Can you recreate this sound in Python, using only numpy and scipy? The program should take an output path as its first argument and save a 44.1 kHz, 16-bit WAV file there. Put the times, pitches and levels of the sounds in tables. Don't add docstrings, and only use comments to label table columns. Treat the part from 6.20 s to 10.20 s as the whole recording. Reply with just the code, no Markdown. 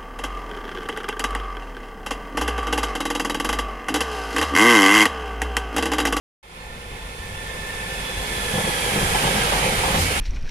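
import sys
import numpy as np
from scipy import signal
from scipy.fft import rfft, irfft
from scipy.io import wavfile
from scipy.ndimage import uniform_filter1d

SR = 44100
rng = np.random.default_rng(int(sys.argv[2]) if len(sys.argv) > 2 else 0)


def pcm_store(signal):
    levels = np.round(np.clip(np.atleast_2d(signal), -1, 1) * 32767)
    wavfile.write(sys.argv[1], SR, levels.astype(np.int16).T)


N = 176400
T = np.arange(N) / SR
SPEED_M_S, DISTANCE_M, SOUND_M_S = 26.5, 15.5, 343
MESH_HZ, MESH_ORDERS = 804, (3, 4)

# t/s, track body level/dB, wheel roar level/dB, hiss level/dB
ROLLING_LEVELS = [(.25, -45.5, -44, -51), (.55, -42.5, -42.5, -49), (1.0, -41, -40, -45),
                  (1.5, -37.5, -36, -40.5), (2.0, -34.5, -31.5, -36.5), (2.35, -32, -29, -32),
                  (2.65, -29.5, -27, -30.5), (3.0, -26.5, -24.5, -28), (3.3, -27, -24, -29),
                  (3.6, -26.5, -25, -29), (3.8, -30, -25, -30.5), (4.0, -30, -25.5, -29.5)]
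# f/Hz, relative density/dB
BODY_SPECTRUM = [(40, -21), (100, -7), (165, 2.5), (235, -6), (300, -10.5), (385, -3), (450, -2), (510, 1),
                 (570, -4), (650, -7.5), (820, -2), (1030, -7.5), (1200, -15), (1800, -24), (15000, -90)]
ROAR_SPECTRUM = [(400, -24), (900, -23.5), (1250, -4), (1550, -4.5), (1900, -6), (2250, -3), (2800, -5),
                 (3500, -6.5), (4100, -10.5), (6000, -21), (15000, -47)]
HISS_SPECTRUM = [(1500, -38), (3500, -17), (4600, -3.5), (6000, -4), (7800, -3.5), (9300, -1.5),
                 (10600, -2), (12000, -8), (14000, -16), (15700, -25)]
SIZZLE_SPECTRUM = [(6000, -35), (9000, -12), (10300, 2), (11200, -3), (12500, -20), (15700, -45)]
# t/s when abreast, wheel gain/dB, motor f/Hz, motor weight/dB, gear weight/dB
POWERED_BOGIES = [(2.57, -4, 1668, -4, -1.5), (2.82, -3, 1606, -4.5, .5), (3.14, -2, 1648, 3.5, -8),
                  (3.55, -6, 1640, -3, -1)]
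# t/s, motor level/dB, third mesh harmonic level/dB, fourth mesh harmonic level/dB
WHINE_LEVELS = [(.25, -55, -64, -66), (.55, -47.5, -58, -58), (.9, -47.5, -56, -58),
                (1.22, -40, -53, -46.5), (1.62, -36, -45, -52), (1.86, -40, -44.5, -40),
                (2.15, -35, -48, -40.5), (2.55, -35.5, -47, -33), (2.78, -34, -46, -38),
                (3.12, -33, -46, -35.5), (3.45, -46, -52, -50), (3.7, -44, -52, -38), (4.0, -57, -55, -45)]
# f/Hz at rest, width/Hz, level/dB abreast before the bogie's wheel gain
WHEELSET_MODES = [(1968, 105, -44.5), (2362, 110, -43), (2133, 88, -47.5), (465.6, 75, -45),
                  (3258, 310, -45), (966, 160, -42), (804, 74, -42), (1292, 120, -42.5)]
# t/s, thud/dB, knock/dB, clank and ring/dB
AXLE_BLOWS = [(2.335, -19.5, -26, -36), (2.376, -23, -24, -28.5), (2.436, -23.5, -30.5, -30),
              (2.468, -25.5, -24.5, -44), (2.718, -23, -30.5, -36), (2.757, -22.5, -21, -36),
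              (2.812, -20.5, -26.5, -47), (2.941, -39, -41, -20.5), (3.033, -20, -29, -22.5),
              (3.069, -29, -24.5, -27), (3.136, -21.5, -47, -47), (3.165, -24, -35, -43),
              (3.319, -50, -26, -22), (3.352, -36, -48, -23.5), (3.421, -22, -39, -24.5),
              (3.461, -30, -23, -29), (3.519, -21, -32, -39), (3.633, -36, -29, -20), (3.67, -38, -33, -26),
              (3.698, -23, -31, -32), (3.741, -24, -23.5, -20.5), (3.78, -25.5, -27, -30.5)]
# f/Hz, relative level/dB, T60/s
SLEEPER_MODES = [(113, -9, 0.14), (155, 2, .1), (196, -1, 0.12), (235.4, -10, 0.053)]
RAIL_END_MODES = [(764, -1, 0.13), (862, -1, 0.12), (1014, -2, .08), (1260, -11, .1)]
# f/Hz, relative density/dB
KNOCK_SPECTRUM = [(200, -30), (340, -2.5), (430, -6.5), (510, 6.5), (620, -9), (1000, -9), (8000, -79)]
CLANK_SPECTRUM = [(60, -50), (450, -31), (720, -2), (820, 0.5), (1000, -4), (1350, -11), (2500, -19),
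                  (15000, -61)]
# t/s, level/dB
WIND_LEVELS = [(.25, -47.5), (.55, -38.5), (.8, -38), (1.2, -36), (1.7, -37), (2.05, -32.5), (2.68, -37),
               (2.85, -26.5), (3.08, -33.5), (3.4, -30), (3.8, -30), (3.95, -29)]
# f/Hz, relative density/dB
WIND_SPECTRUM = [(12, -9.5), (26, -5), (37, -5.5), (47, 6.5), (60, -5), (92, -5), (125, -14), (250, -19),
                 (2000, -91)]
RUSH_SPECTRUM = [(2000, -35), (4500, 4), (8000, 0), (11000, -1), (13000, -4), (15700, -17)]
BOOM_SPECTRUM = [(45, -39), (75, -2), (90, 7), (110, -14), (170, -17), (290, -14.5), (420, -33),
                 (1500, -90)]
# f/Hz, coherence (clipped to 0-1 in use)
PORT_COHERENCE = [(60, 1.6), (200, 0.83), (420, 1.3), (750, 0.8), (1100, 0.35), (1500, 1.01), (2300, 0.4),
                  (2900, 0), (3600, 0.17), (5000, -0.3), (15000, 0)]
# f/Hz, left minus right level/dB
PORT_BALANCE = [(60, 0.5), (380, -1), (700, 0), (1290, -3), (2380, -4), (4400, -2), (8100, -3), (15000, -5)]
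# f/Hz, lead of the left/s
PORT_LEAD = [(400, 0.00025), (800, .00024), (1100, 0.00034), (1400, 0.00045), (1800, 0.00045),
             (2600, 0.00049), (3100, 0.00045), (4100, 0.00048), (10000, .00056)]


def rolling():
    rattle = drift(45)
    body = noise(BODY_SPECTRUM, patchy_db=0.48) * level(ROLLING_LEVELS, column=1) * amp(0.72 * rattle)
    roar = noise(ROAR_SPECTRUM, patchy_db=1.5) * level(ROLLING_LEVELS, column=2) * amp(0.34 * rattle)
    hiss = noise(HISS_SPECTRUM, patchy_db=1.1) * level(ROLLING_LEVELS, column=3) * amp(0.35 * rattle)
    sizzle = swell(SIZZLE_SPECTRUM, at_s=2.6, width_s=0.33, db=-37)
    return body + roar + hiss + sizzle


def drives():
    motors = [(abreast, hz, db) for abreast, _, hz, db, _ in POWERED_BOGIES]
    third, fourth = ([(abreast, order * MESH_HZ, db) for abreast, *_, db in POWERED_BOGIES]
                     for order in MESH_ORDERS)
    return (whine(motors, width_hz=83, scatter_db=5) * level(WHINE_LEVELS, column=1)
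            + whine(third, width_hz=130, scatter_db=5.5) * level(WHINE_LEVELS, column=2)
            + whine(fourth, width_hz=60, scatter_db=1) * level(WHINE_LEVELS, column=3))


def whine(voices, width_hz, scatter_db, flutter_db=3, flutter_hz=30):
    direct, scattered, power = np.zeros(N), np.zeros((2, N)), np.zeros(N)
    for abreast, hz, db in voices:
        tone, band, nearness = passing(hz, width_hz, abreast)
        weight = amp(db) * nearness ** 2
        direct += tone * weight * amp(flutter_db * drift(flutter_hz))
        scattered += band * weight
        power += weight ** 2
    return unit((direct + amp(scatter_db) * ports(*scattered)) / np.sqrt(power))


def wheels():
    ringing = np.zeros((2, N))
    for hz, width_hz, db in WHEELSET_MODES:
        for abreast, bogie_db, *_ in POWERED_BOGIES:
            _, band, nearness = passing(hz, width_hz, abreast)
            ringing += band * amp(db + bogie_db) * nearness
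    return ports(*ringing)


def passing(hz, width_hz, abreast):
    ahead_m = SPEED_M_S * (abreast - T)
    range_m = np.hypot(ahead_m, DISTANCE_M)
    heard_hz = hz / (1 - SPEED_M_S / SOUND_M_S * ahead_m / range_m)
    cycles = rng.random() + np.cumsum(heard_hz) / SR
    tone = np.exp(2j * np.pi * cycles)
    scatter = np.array([drift(width_hz / 2) + 1j * drift(width_hz / 2) for port in range(2)])
    return np.sqrt(2) * tone.real, (scatter * tone).real, DISTANCE_M / range_m


def joint_impacts(rise_s=0.0035, hold_s=0.012, t60_s=0.2):
    impacts = np.zeros((2, N))
    for layer, spectrum in enumerate([KNOCK_SPECTRUM, CLANK_SPECTRUM]):
        power = np.zeros(N)
        for start, _, *blow_db in AXLE_BLOWS:
            age = T - start
            attack = np.clip(age / rise_s, 0, 1)
            decay_db = 60 * np.maximum(age - hold_s, 0) / t60_s
            power += (attack * amp(blow_db[layer] - decay_db)) ** 2
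        impacts += steadied(noise(spectrum), samples=500) * np.sqrt(power)
    return impacts * amp(-1.6)


def sleeper_thuds():
    return amp(5.5) * sum(struck(SLEEPER_MODES, start, db, rise_s=0.0056, detune=0.039)
                          for start, db, *_ in AXLE_BLOWS)


def rail_ends():
    ring = sum(struck(RAIL_END_MODES, start, db, rise_s=0.0084, detune=0.022)
               for start, *_, db in AXLE_BLOWS)
    return ports(ring, ring) * amp(-3.5)


def struck(modes, start, blow_db, rise_s, detune):
    out, first = np.zeros(N), round(start * SR)
    age = T[:min(SR // 2, N - first)]
    ring = np.zeros(len(age))
    for hz, db, t60 in modes:
        tuned_hz = hz * (1 + detune * rng.standard_normal())
        ring += amp(db - 60 * age / t60) * np.sin(2 * np.pi * tuned_hz * age)
    attack = 1 - np.exp(-(age / rise_s) ** 2)
    out[first:first + len(age)] = ring * attack * amp(blow_db)
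    return out


def air():
    wind = steadied(noise(WIND_SPECTRUM), samples=9000)
    rumble = wind * level(WIND_LEVELS) * amp(0.87 * drift(18))
    rush = swell(RUSH_SPECTRUM, at_s=3.812, width_s=0.038, db=-27)
    boom = swell(BOOM_SPECTRUM, at_s=3.817, width_s=0.054, db=-24)
    return rumble + rush + boom


def swell(spectrum, at_s, width_s, db):
    return steadied(noise(spectrum), samples=900) * amp(db) * np.exp(-((T - at_s) / width_s) ** 2 / 2)


def noise(spectrum, patchy_db=0):
    _, _, cells = signal.stft(rng.standard_normal((2, N)), SR, nperseg=1024, noverlap=768)
    patches = uniform_filter1d(rng.standard_normal(cells.shape[1:]), size=4, axis=0)
    patches = unit(uniform_filter1d(patches, size=12, axis=1))
    white = signal.istft(cells * amp(patchy_db * patches), nperseg=1024, noverlap=768)[1][:, :N]
    colour = amp(at_frequency(spectrum, np.fft.rfftfreq(N, 1 / SR)))
    return unit(ports(*irfft(rfft(white) * colour, N)))


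def ports(direct, diffuse):
    hz = np.fft.rfftfreq(N, 1 / SR)
    coherence = np.clip(at_frequency(PORT_COHERENCE, hz), 0, 1)
    tilt = amp(at_frequency(PORT_BALANCE, hz) / 2)
    lag = np.exp(-2j * np.pi * hz * at_frequency(PORT_LEAD, hz))
    left = rfft(direct)
    right = coherence * left * lag + np.sqrt(1 - coherence ** 2) * rfft(diffuse)
    return irfft(np.array([left * tilt, right / tilt]), N)


def steadied(x, samples):
    return x / np.sqrt(uniform_filter1d((x ** 2).mean(0), size=samples) + 0.041)


def drift(rate_hz):
    hz = np.fft.rfftfreq(N, 1 / SR)
    phases = np.exp(2j * np.pi * rng.random(len(hz)))
    return unit(irfft(phases / (1 + (hz / rate_hz) ** 4), N))


def level(table, column=1):
    rows = np.array(table)
    return amp(np.interp(T, rows[:, 0], rows[:, column]))


def at_frequency(points, hz):
    f, value = np.transpose(points)
    return np.interp(np.log(hz + 1), np.log(f), value)


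def amp(db):
    return 10 ** (np.asarray(db) / 20)


def unit(x):
    return x / np.sqrt(np.mean(x ** 2) + 1e-20)


def scene():
    return rolling() + wheels() + drives() + joint_impacts() + sleeper_thuds() + rail_ends() + air()


def record(dry, open_s=0.2277, open_db=-8, fade_s=0.14, cutoff_hz=15650):
    gate = np.clip((T - open_s) / 0.003, 0, 1)
    fade_in = amp(open_db * np.clip(1 - (T - open_s) / fade_s, 0, 1))
    low_pass = signal.firwin(511, cutoff_hz, window=("kaiser", 9), fs=SR)
    return signal.oaconvolve(dry * gate * fade_in, low_pass[None], "same")


dry = scene()
out = record(dry)
pcm_store(out)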